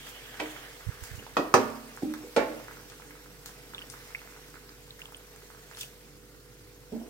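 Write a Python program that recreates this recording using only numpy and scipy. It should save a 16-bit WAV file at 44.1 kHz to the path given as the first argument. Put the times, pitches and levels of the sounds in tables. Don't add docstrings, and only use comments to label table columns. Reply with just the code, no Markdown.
import sys
import numpy as np
from scipy import signal
from scipy.io import wavfile
from scipy.ndimage import uniform_filter1d

SR = 44100
rng = np.random.default_rng(int(sys.argv[2]) if len(sys.argv) > 2 else 0)


def master(y):
    cut = np.clip(np.atleast_2d(y).T, -1, 1)
    pcm = np.round(cut * 32767)
    wavfile.write(sys.argv[1], SR, pcm.astype(np.int16))


def boost(x):
    u = np.asarray(x, float) / 20
    return 10 ** u


N = 312669
LAG = 6
EDGE_HZ = 15950
PAN_SIDE_DB, TUMBLER_SIDE_DB = -1.45, -2.5

# start_s, peak_db, ring_db, ring_rise_s, room_db
KNOCKS = [
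    (0.3998, -19, -15.5, 0.0049, 2.5),
    (1.3684, -16.5, -11, 0.0012, 5),
    (1.5408, 0, -16, 0.0043, -1),
    (2.022, -34, 8.5, 0.046, -25),
    (2.3636, -13, 1.5, 0.0083, 6),
    (6.921, -39, -6.5, 0.0034, 8.5),
]
# pitch_hz, left_right_db
LEAN = [(60, -0.5), (180, -4.5), (550, -1.5), (1650, -3.5), (4970, -1.5), (15000, 2.5)]


def evened(x):
    return x / np.sqrt(np.mean(x ** 2) + 1e-20)


def read(points, hz):
    f, value = np.transpose(points)
    return np.interp(np.log(hz + 1), np.log(f + 1), value)


def add(mix, s, sound, pan_db=0, lag=LAG):
    for side, late, sign in ((0, 0, 1), (1, lag, -1.12)):
        part = mix[side, round(s * SR) + late:][:sound.shape[-1]]
        part += boost(sign * pan_db) * np.atleast_2d(sound)[-side, :len(part)]


def hiss(tone, patchy_db, flicker_db, size=512, count=N):
    # pitch_hz, likeness (-1 to 1)
    likeness = [(60, 0.68), (180, 0.98), (550, 0.57), (1650, 0.53), (4970, -0.11), (15000, -0.34)]
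    frames, hz = 4 * count // size + 5, np.fft.rfftfreq(size, 1 / SR)
    a, b, c, d, patches = rng.standard_normal((5, frames, len(hz)), dtype=np.float32)
    patches = uniform_filter1d(patches, size=6, axis=1)
    patches = evened(uniform_filter1d(patches, size=16, axis=0))
    flicker = evened(uniform_filter1d(rng.exponential(1, frames) - 1, size=3))[:, None]
    same = np.clip(read(likeness, hz), -1, 1)
    left = a + 1j * b
    right = same * left + np.sqrt(1 - same ** 2) * (c + 1j * d)
    right = right * np.exp(-2j * np.pi * hz * LAG / SR)
    lean = boost(read(LEAN, hz) / 2)
    shape = boost(read(tone, hz) + patchy_db * patches + flicker_db * flicker) * (hz < EDGE_HZ)
    z = np.array([(left * lean * shape).T, (right / lean * shape).T])
    return evened(signal.istft(z, nperseg=size, noverlap=3 * size // 4)[1][:, :count])


def kitchen(x):
    # pitch_hz, t60_s
    decay = [(120, 0.71), (300, 0.66), (800, 0.62), (2000, 0.58), (5000, 0.34), (12000, 0.055)]
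    taps = np.zeros((2, SR // 2))
    at = np.arange(60, SR // 2 - 20, 20) + rng.integers(0, 20, (2, (SR // 2 - 61) // 20))
    np.put_along_axis(taps, at, rng.choice([-1., 1.], at.shape), 1)
    taps *= 1 + 1.8 * np.exp(-np.arange(SR // 2) / SR / 0.024)
    hz, t, z = signal.stft(taps, SR, nperseg=256)
    same = .9 * np.exp(-(hz[:, None] / 900) ** 2)
    z[1] = same * z[0] + np.sqrt(1 - same ** 2) * z[1]
    tail = signal.istft(z * boost(-60 * t / read(decay, hz)[:, None]), SR, nperseg=256)[1]
    return signal.fftconvolve(x, tail / np.linalg.norm(tail[0]), axes=1)


def coloured_click(tone):
    log_gain = np.log(boost(np.maximum(read(tone, abs(np.fft.fftfreq(4096, 1 / SR))), -100)))
    click = np.fft.ifft(np.exp(np.conj(signal.hilbert(log_gain)))).real[:2048]
    return click / abs(click).max()


def dented_ring(modes, spread, t):
    hz, db, t60 = np.transpose(modes)[:, :, None]
    turn = np.array([0, 1])[:, None, None] * rng.choice([-1, 1], hz.shape) * np.minimum(hz / 600, 1.25)
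    place = (np.arange(6)[:, None, None] + rng.random((6, len(hz), 1))) / 6 - .5
    width_share = spread * np.minimum(hz / 600, 1) ** 3.5 * np.minimum(2000 / hz, 1) ** 1.5
    fade = boost(db - 60 * t / t60)
    return sum((fade * np.sin(2 * np.pi * hz * (1 + d) * t + turn)).sum(axis=1)
               for d in width_share * place) / 3.1


def knocks():
    # pitch_hz, slope-free level_db per Hz
    blows = [
        [(59, -68), (100, -15), (425, -4), (1020, -5), (1920, -10), (3110, -10.5), (6760, -20), (15000, -36)],
        [(59, -51), (100, -19), (558, 3), (1020, -7), (1660, -25.5), (2800, -16), (4940, -23), (15000, -41.5)],
        [(59, -58.5), (100, -11), (1290, -10.5), (2470, -17.5), (3460, -25), (5960, -18), (7670, -25),
         (15000, -31.5)],
        [(59, -47), (100, -35), (303, 19), (506, -3), (799, -6), (989, -38), (3900, -72), (6600, -120)],
        [(59, -62), (100, -30), (513, 0), (780, -11), (2370, -20), (4180, -22), (10700, -32.5), (15000, -46)],
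        [(59, -46), (100, -29), (283, 7.5), (514, 2.5), (1170, -32), (3000, -48), (3900, -87), (6600, -120)],
    ]
    # pitch_hz, level_db, t60_s
    pan_rings = [
        [(307, -12, 0.54), (455, -9.5, 0.34), (790, -3, 0.079), (620, -2, 0.15), (990, -2, 0.09),
         (1700, -6, 0.086), (1940, 8, 0.048), (2340, 8.5, .04), (2600, 6.5, .05), (3100, 4, .04)],
        [(307, -16, 1), (372, -17.5, 0.14), (514, -11, 0.15), (665, -16, 0.2), (1017, 3, 0.046),
         (1176, 21.5, 0.007), (1294, -0.5, 0.03), (1890, 1, 0.045), (776, -14, .1), (452, -16, .15)],
        [(231, -24.5, 0.9), (264, -16.5, 0.59), (380, -11.5, 0.26), (429, -5.5, 0.19), (516, -3.5, 0.12),
         (802, -6, 0.32), (952, -2, 0.23), (1190, 27.5, 0.0068), (1750, -7, 0.14), (1400, -11.5, 0.2),
         (1150, -12, 0.17), (623, -5.5, 0.26), (3630, -25, 0.034), (5940, -23, .03)],
    ]
    # pitch_hz, level_db, t60_s
    stove_rings = [
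        [(231, -12, 0.5), (307, -3.5, .75), (253, -17, 0.25), (574, -9, 0.35), (492, -17, 0.34),
         (775, 6, 0.097)],
        [(231, -17, 0.13), (307, -19.5, 0.35), (439, -16, 0.12), (526, -9.5, 0.079), (578, -8, 0.096),
         (663, -8.5, 0.09), (867, -14.5, 0.29), (1074, -12.5, 0.17), (1427, -5.5, 0.095), (1620, -19, 0.19),
         (1810, -12.5, 0.12), (2090, -18, 0.19), (2320, -11, 0.13), (2700, -22, 0.15)],
        [(231, 2, 0.29), (237, 5, 0.13), (312, -3.5, 0.22), (438, -1.5, 0.13), (580, -5, 0.1), (760, -6, 0.17)],
    ]
    # pitch_hz, first_rap_db, second_rap_db, t60_s
    spatula_ring = [(2556, -8, -10.5, 0.16), (3210, -12, -14, 0.041), (4120, -16, -12, 0.0411),
                    (4810, -12, -8, 0.055), (5910, -22, -15.5, 0.19), (7280, -22, -13, .035),
                    (8450, -26, -16, .03)]
    rim_from_s, rim_to_s = 1.3, 1.6
    out, t = np.zeros((2, N)), np.arange(SR // 2) / SR
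    for (s, peak_db, ring_db, rise, room_db), tone, modes in zip(KNOCKS, blows, pan_rings + stove_rings):
        on_rim = rim_from_s < s < rim_to_s
        if on_rim:
            is_first = s == KNOCKS[1][0]
            modes = modes + [(f, first if is_first else second, t60) for f, first, second, t60 in spatula_ring]
        spread = .06 if s < rim_to_s else .1
        ring = dented_ring(modes, spread, t) * (1 - np.exp(-t / rise))
        hit, ringing = np.zeros((2, 2, SR // 2))
        add(hit, 0, coloured_click(tone), PAN_SIDE_DB, 2)
        add(ringing, 0, boost(ring_db) * ring, PAN_SIDE_DB, 0)
        echo = .7 * on_rim * np.roll(hit, round(.00084 * SR), axis=1)
        room = boost(room_db) * kitchen(hit + 0.37 * ringing)[:, :SR // 2]
        heard = hit + echo + ringing + room
        part = out[:, round(s * SR):][:, :SR // 2]
        part += boost(peak_db) * heard[:, :part.shape[1]]
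    return out


def rubbing():
    # start_s, pressure_db, brightness_db
    strokes = [
        (0, -57, 7),
        (.09, -53, 6.5),
        (.16, -55.5, 4),
        (.33, -51.5, 1),
        (.5, -54.5, 3),
        (.65, -51.5, 3.5),
        (.76, -62, -8),
        (1.02, -52, -11),
        (1.3, -54, -8),
        (2, -68, -13),
    ]
    # pitch_hz, level_db per Hz
    stir_tone = [(590, -30), (1000, -18), (1660, 1), (2580, -8), (3250, -3.5), (4140, -19.5), (6500, -48),
                 (11000, -120)]
    # pitch_hz, level_db per Hz
    drag_tone = [(180, -30), (300, 1.5), (469, -12), (656, -2.5), (1200, -27.5), (1560, -57), (2640, -120)]
    out, t = np.zeros((2, N)), np.arange(2 * SR) / SR
    at, pressure_db, bright_db = np.transpose(strokes)
    stir = hiss(stir_tone, 2.6, 1.255, count=2 * SR)
    dull = signal.sosfiltfilt(signal.butter(4, 2300, fs=SR, output="sos"), stir)
    bright = boost(np.interp(t, at, bright_db)) * (stir - dull)
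    out[:, :2 * SR] = boost(np.interp(t, at, pressure_db)) * (dull + bright)
    drag_s, drag_db, drag_rise_s = 6.92, -50.5, 0.024
    left = N - round(drag_s * SR)
    onset = np.minimum(t[:left] / drag_rise_s, 1)
    out[:, -left:] = boost(drag_db) * onset * hiss(drag_tone, 1.9, 2.1, size=1024, count=left)
    return out


def ping(hz, t60, spread, glide, chance):
    t = np.arange(round(t60 * SR) + 50) / SR
    bent = t * (1 + glide * t / t60)
    tones = 0
    for k, c in enumerate(chance):
        partial_hz = min(hz * (1 + spread * ((k + c) / len(chance) - .5)), EDGE_HZ)
        tones = tones + np.sin(2 * np.pi * partial_hz * bent)
    sound = tones * boost(-60 * t / t60) * (1 - np.exp(-t * hz / (.5 + 14 * glide)))
    return sound / abs(sound).max()


def small_contacts():
    # start_s, peak_db, pitch_hz
    rebounds = [(0.439, -25.5, 307), (0.478, -35, 476), (1.175, -34, 246), (1.186, -39, 800),
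                (1.197, -35, 650), (1.203, -30, 253), (1.224, -29, 442), (1.395, -8.5, 312),
                (1.559, 1.5, 533), (2.032, -7, 287), (2.076, -36, 307), (2.235, -25, 352),
                (2.246, -25, 435), (2.27, -26, 423), (2.3804, 1.5, 554), (2.394, -9, 510),
                (2.423, -14, 600), (2.412, -14.5, 310), (.412, -17, 650), (0.427, -21.5, 397),
                (1.4, -15.5, 700), (1.55, -1, 980), (2.67, -38, 450), (6.937, -22, 250), (6.98, -30, 231),
                (6.999, -35, 234), (7.041, -31, 264)]
    # start_s, peak_db, pitch_hz
    ticks = [(.071, -35, 1700), (.664, -39, 1750), (.854, -50, 1340), (.888, -43, 1390), (.921, -39, 1500),
             (.974, -41, 1630), (2.771, -40, 1490), (2.799, -41, 1520), (2.92, -39.5, 1490),
             (2.999, -39.5, 1100), (3.154, -41, 1280), (3.26, -40, 1490), (.395, -33, 1700),
             (0.3426, -35, 1700), (.343, -37, 3190), (0.4588, -29, 1900), (0.5648, -31.5, 1670),
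             (0.809, -37.5, 1530), (1.0373, -33.5, 1520), (1.266, -32.5, 910), (1.7674, -60, 972),
             (1.974, -31, 1420), (2.1386, -27.5, 1430), (2.5728, -39, 1030), (2.599, -36.5, 1090),
             (2.6831, -30.5, 1470), (2.7112, -33.5, 1510), (3.0213, -36.5, 1860), (3.1082, -36, 1850)]
    # start_s, peak_db, pitch_hz
    drops = [(3.4598, -36.5, 1600), (3.492, -40, 1340), (5.086, -45, 1000), (5.034, -44, 1050),
             (5.198, -47, 1400), (5.7815, -42, 1800), (3.7362, -34.5, 1400), (3.7514, -41, 1030),
             (3.9396, -34.5, 1350), (3.813, -43, 1700), (4.079, -52, 1500), (4.106, -40, 1680),
             (4.324, -40.5, 1520), (4.691, -42.5, 1530), (4.879, -48.5, 900), (4.217, -37, 1550),
             (4.2745, -39.5, 1620), (4.3642, -39.5, 1434), (4.5421, -38.5, 1470), (4.5564, -38.5, 1510),
             (4.9924, -41, 1550), (5.0558, -43.5, 1100), (5.1228, -39, 1100), (5.3618, -42, 1610),
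             (5.421, -44, 1510), (5.5024, -38.5, 1370), (5.5483, -42, 1330), (5.572, -45, 1450),
             (5.713, -35.5, 1505), (5.7723, -38.5, 1470)]
    # start_s, peak_db, pitch_hz, left_right_db
    spits = [(1.038, -32, 8900, -7.5), (2.138, -32, 12500, -3), (1.267, -44, 3600, -8),
             (1.16, -42, 8500, -2), (1.702, -34, 8000, -2), (1.965, -35, 9500, -4), (2.139, -31, 4800, -2),
             (3.4598, -26, 5500, 0), (3.4598, -32, 12000, 6), (2.9, -34, 4800, 2), (3.9, -27, 7400, 4),
             (4.997, -38, 13000, 0), (4.88, -44, 8000, 1), (5.8105, -32, 4600, 6), (5.82, -38, 3800, 2),
             (3.919, -41, 12000, 3), (4.9933, -47, 5270, 12), (5.054, -49, 9700, 14),
             (5.123, -50, 13100, 15), (5.8017, -32, 6300, 0), (5.805, -35, 5800, 0),
             (5.3612, -37, 9900, -2), (5.713, -41, 5540, -3), (5.7718, -33, 4800, 4.5),
             (5.8095, -30, 12900, 3), (5.8312, -33, 12600, 4)]
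    # start_s, peak_db, starting pitch_hz, t60_s
    plinks = [(1.191, -40.5, 2840, 0.05), (3.747, -28.5, 3470, 0.016), (3.781, -30, 2700, 0.005),
              (3.785, -37, 2900, .008), (3.791, -34, 3050, 0.012), (3.818, -35, 2750, 0.012),
              (3.822, -36, 2860, .02), (4.1481, -23.5, 2050, 0.0097), (4.151, -26.5, 2300, 0.0067),
              (4.1548, -31, 2230, .01), (4.192, -40.5, 2500, 0.011), (4.568, -46, 1370, 0.022),
              (4.693, -39.5, 4700, 0.0148), (5.018, -31.5, 2690, 0.0073), (5.056, -35, 3100, 0.0064),
              (5.146, -32.5, 3020, 0.0072), (4.907, -34.5, 3730, 0.0092), (5.1683, -39, 8700, 0.017),
              (5.811, -28, 3420, 0.011), (5.817, -38, 2600, .012), (5.823, -40, 2900, .01),
              (5.832, -33, 2600, 0.012), (5.831, -37, 3500, .008), (5.84, -39, 2700, .012),
              (5.846, -40, 3000, .01), (5.749, -39, 3600, .008), (5.735, -44, 2560, .008),
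              (5.004, -43, 2000, .01), (5.024, -42, 3000, .01)]
    bumps, water, bubbles = np.zeros((3, 2, N))
    for (s, db, hz), chance in zip(rebounds, rng.random((len(rebounds), 4))):
        add(bumps, s, boost(db - 14.0) * ping(hz, 13 / hz, 0.21, 0, chance), PAN_SIDE_DB, 1)
    for table, pan_db in ((ticks, PAN_SIDE_DB), (drops, TUMBLER_SIDE_DB)):
        for (s, db, hz), chance in zip(table, rng.random((len(table), 5))):
            add(water, s, -boost(db) * ping(hz, 0.0035, .35, 0, chance), pan_db)
    for (s, db, hz, pan_db), chance in zip(spits, rng.random((len(spits), 12))):
        add(water, s, -boost(db) * ping(hz, 0.008, .6, 0, chance), pan_db)
    for (s, db, hz, t60), chance in zip(plinks, rng.random((len(plinks), 3))):
        add(bubbles, s, -boost(db) * ping(hz, t60, .1, .15, chance), PAN_SIDE_DB)
    to_room = boost(-5.5) * bumps + boost(-4.0) * water + boost(-17) * bubbles
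    return bumps + water + bubbles + kitchen(to_room)[:, :N]


def crackle(level, per_s, hz):
    size_db = 4.5 * np.minimum(rng.exponential(1, (2, N)), 4)
    size = boost(size_db) * (rng.random((2, N)) < per_s / SR)
    size[1] += np.roll(size[0], LAG)
    u = np.arange(round(3 * SR / hz)) * hz / SR
    click = -np.sin(2 * np.pi * u) * np.sin(np.pi * u / 3) ** 2 * np.exp(-u)
    return level * evened(signal.oaconvolve(size, click[None], axes=1)[:, :N])


def splashes():
    # start_s (of the peak), peak_db, rise_s, fall_s
    bursts = [
        (.094, -48, 0.089, 0.045),
        (1.04, -48, 0.025, 0.14),
        (1.153, -51.5, .004, 0.062),
        (3.459, -47.5, 0.0035, 0.09),
        (3.924, -50, .015, 0.035),
        (5.014, -60, 0.037, 0.15),
        (5.79, -47, 0.049, 0.1),
        (5.812, -39.5, 0.012, 0.042),
    ]
    # pitch_hz, level_db per Hz
    burst_tone = [(880, -69.5), (1500, 1), (2140, -19), (2610, 2.5), (4080, -2.5), (4830, 2), (13000, -2),
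                  (16000, 0.5)]
    t, power = np.arange(N) / SR, 0
    for s, db, rise, fall in bursts:
        away = np.maximum((s - t) / rise, (t - s) / fall)
        power = power + boost(db - 15 * away) ** 2
    level = np.sqrt(power)
    return level * hiss(burst_tone, 3.5, 1.2) + crackle(boost(-7) * level, 2500, 7000)


def shoves():
    # start_s, peak_db, pitch_hz
    pushes = [
        (0.865, -38, 93),
        (0.885, -35, 102),
        (1.016, -47, 69),
        (1.11, -47.5, 101),
        (1.128, -50, 80),
        (1.143, -48, 108),
        (1.177, -48, 97),
        (1.319, -61, 90),
    ]
    out, cycles = np.zeros((2, N)), 1.72
    for s, db, hz in pushes:
        u = np.arange(round(cycles / hz * SR)) / SR * hz
        add(out, s, boost(db) * np.sin(2 * np.pi * u) * np.sin(np.pi * u / cycles), -13)
    return out


def simmer():
    # start_s, level_db
    liveliness = [(0, -0.7), (0.59, 0.3), (1.3, -2), (2.6, -1), (3.3, -4), (4.05, -0.7), (4.75, -4.5),
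                  (5.75, -3.5), (6.25, -6.5), (6.85, -6.5), (7.09, -5)]
    # pitch_hz, level_db per Hz
    wet_tone = [(350, -12.5), (600, -5), (1080, -8.5), (1990, -5.5), (2430, -8), (4500, -17.5), (5850, -28),
                (9900, -120)]
    # pitch_hz, level_db per Hz
    fizz_tone = [(1760, -10), (3000, -2), (5560, 2), (6130, 0.5), (8820, -1.5), (11000, -6.5),
                 (13000, -0.5), (16000, -3.5)]
    t = np.arange(N) / SR
    lively_db = np.interp(t, *np.transpose(liveliness))
    swell_db, swell_s = 13.5, 0.087
    swells = sum(boost(db / 2) * (t > s) * np.exp(-abs(t - s) / swell_s) for s, db, *_ in KNOCKS)
    lively_db = lively_db + swell_db * swells
    wet = boost(-53 + 1.5 * lively_db)
    fizz = boost(-53 + lively_db)
    body = wet * hiss(wet_tone, 1.6, 0.93) + crackle(boost(-13.0) * wet, 150, 1200)
    return body + fizz * hiss(fizz_tone, 1.7, 0.72) + crackle(boost(-14) * fizz, 179, 9350)


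def hum():
    # shaft_order, level_db (rms)
    orders = [
        (1, -60),
        (3, -71),
        (6, -73.5),
        (8, -68.5),
        (9, -66),
        (10, -63.5),
    ]
    motor_hz = 49.08
    t, out = np.arange(0, N + 256, 256) / SR, np.zeros((2, N))

    def slow():
        waver = sum(np.sin(2 * np.pi * (f * t + rng.random())) / np.sqrt(f) for f in np.geomspace(.2, 6, 8))
        return np.interp(np.arange(N) / SR, t, evened(waver))

    turns = np.cumsum(motor_hz * (1 + 0.0017 * slow())) / SR
    for order, db in orders:
        level = np.sqrt(2) * boost(db + 0.51 * slow())
        tone = level * np.sin(2 * np.pi * (order * turns + rng.random()))
        add(out, 0, tone, read(LEAN, order * motor_hz))
    return out


def room_air():
    # pitch_hz, level_db per Hz
    air_tone = [(35, -14.5), (60, -27.5), (92, 1.5), (142, -2.5), (194, -7.5), (286, 0), (341, -5.5),
                (490, -3), (569, -13), (975, -37), (1500, -8.5), (1950, -43), (3300, -120)]
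    # pitch_hz, level_db per Hz
    rumble_tone = [(60, -41.5), (95, -8), (138, 25), (165, -15), (230, -54)]
    air = boost(-59) * hiss(air_tone, 2.85, 0.884, size=4096)
    return air + boost(-64.5) * hiss(rumble_tone, 0.32, 1.8, size=2048)


def scene():
    cooking = knocks() + rubbing() + small_contacts() + splashes() + shoves()
    return cooking + simmer() + hum() + room_air()


def band_limit(x):
    return signal.sosfilt(signal.butter(12, 16840, fs=SR, output="sos"), x)


def record(dry):
    limited = np.tanh(dry * 1.04) / 0.98
    edge = signal.firwin(511, 16450, window=("kaiser", 9), fs=SR)
    mix = signal.oaconvolve(limited, edge[None], "same")
    return band_limit(mix)


dry = scene()
out = record(dry)
master(out)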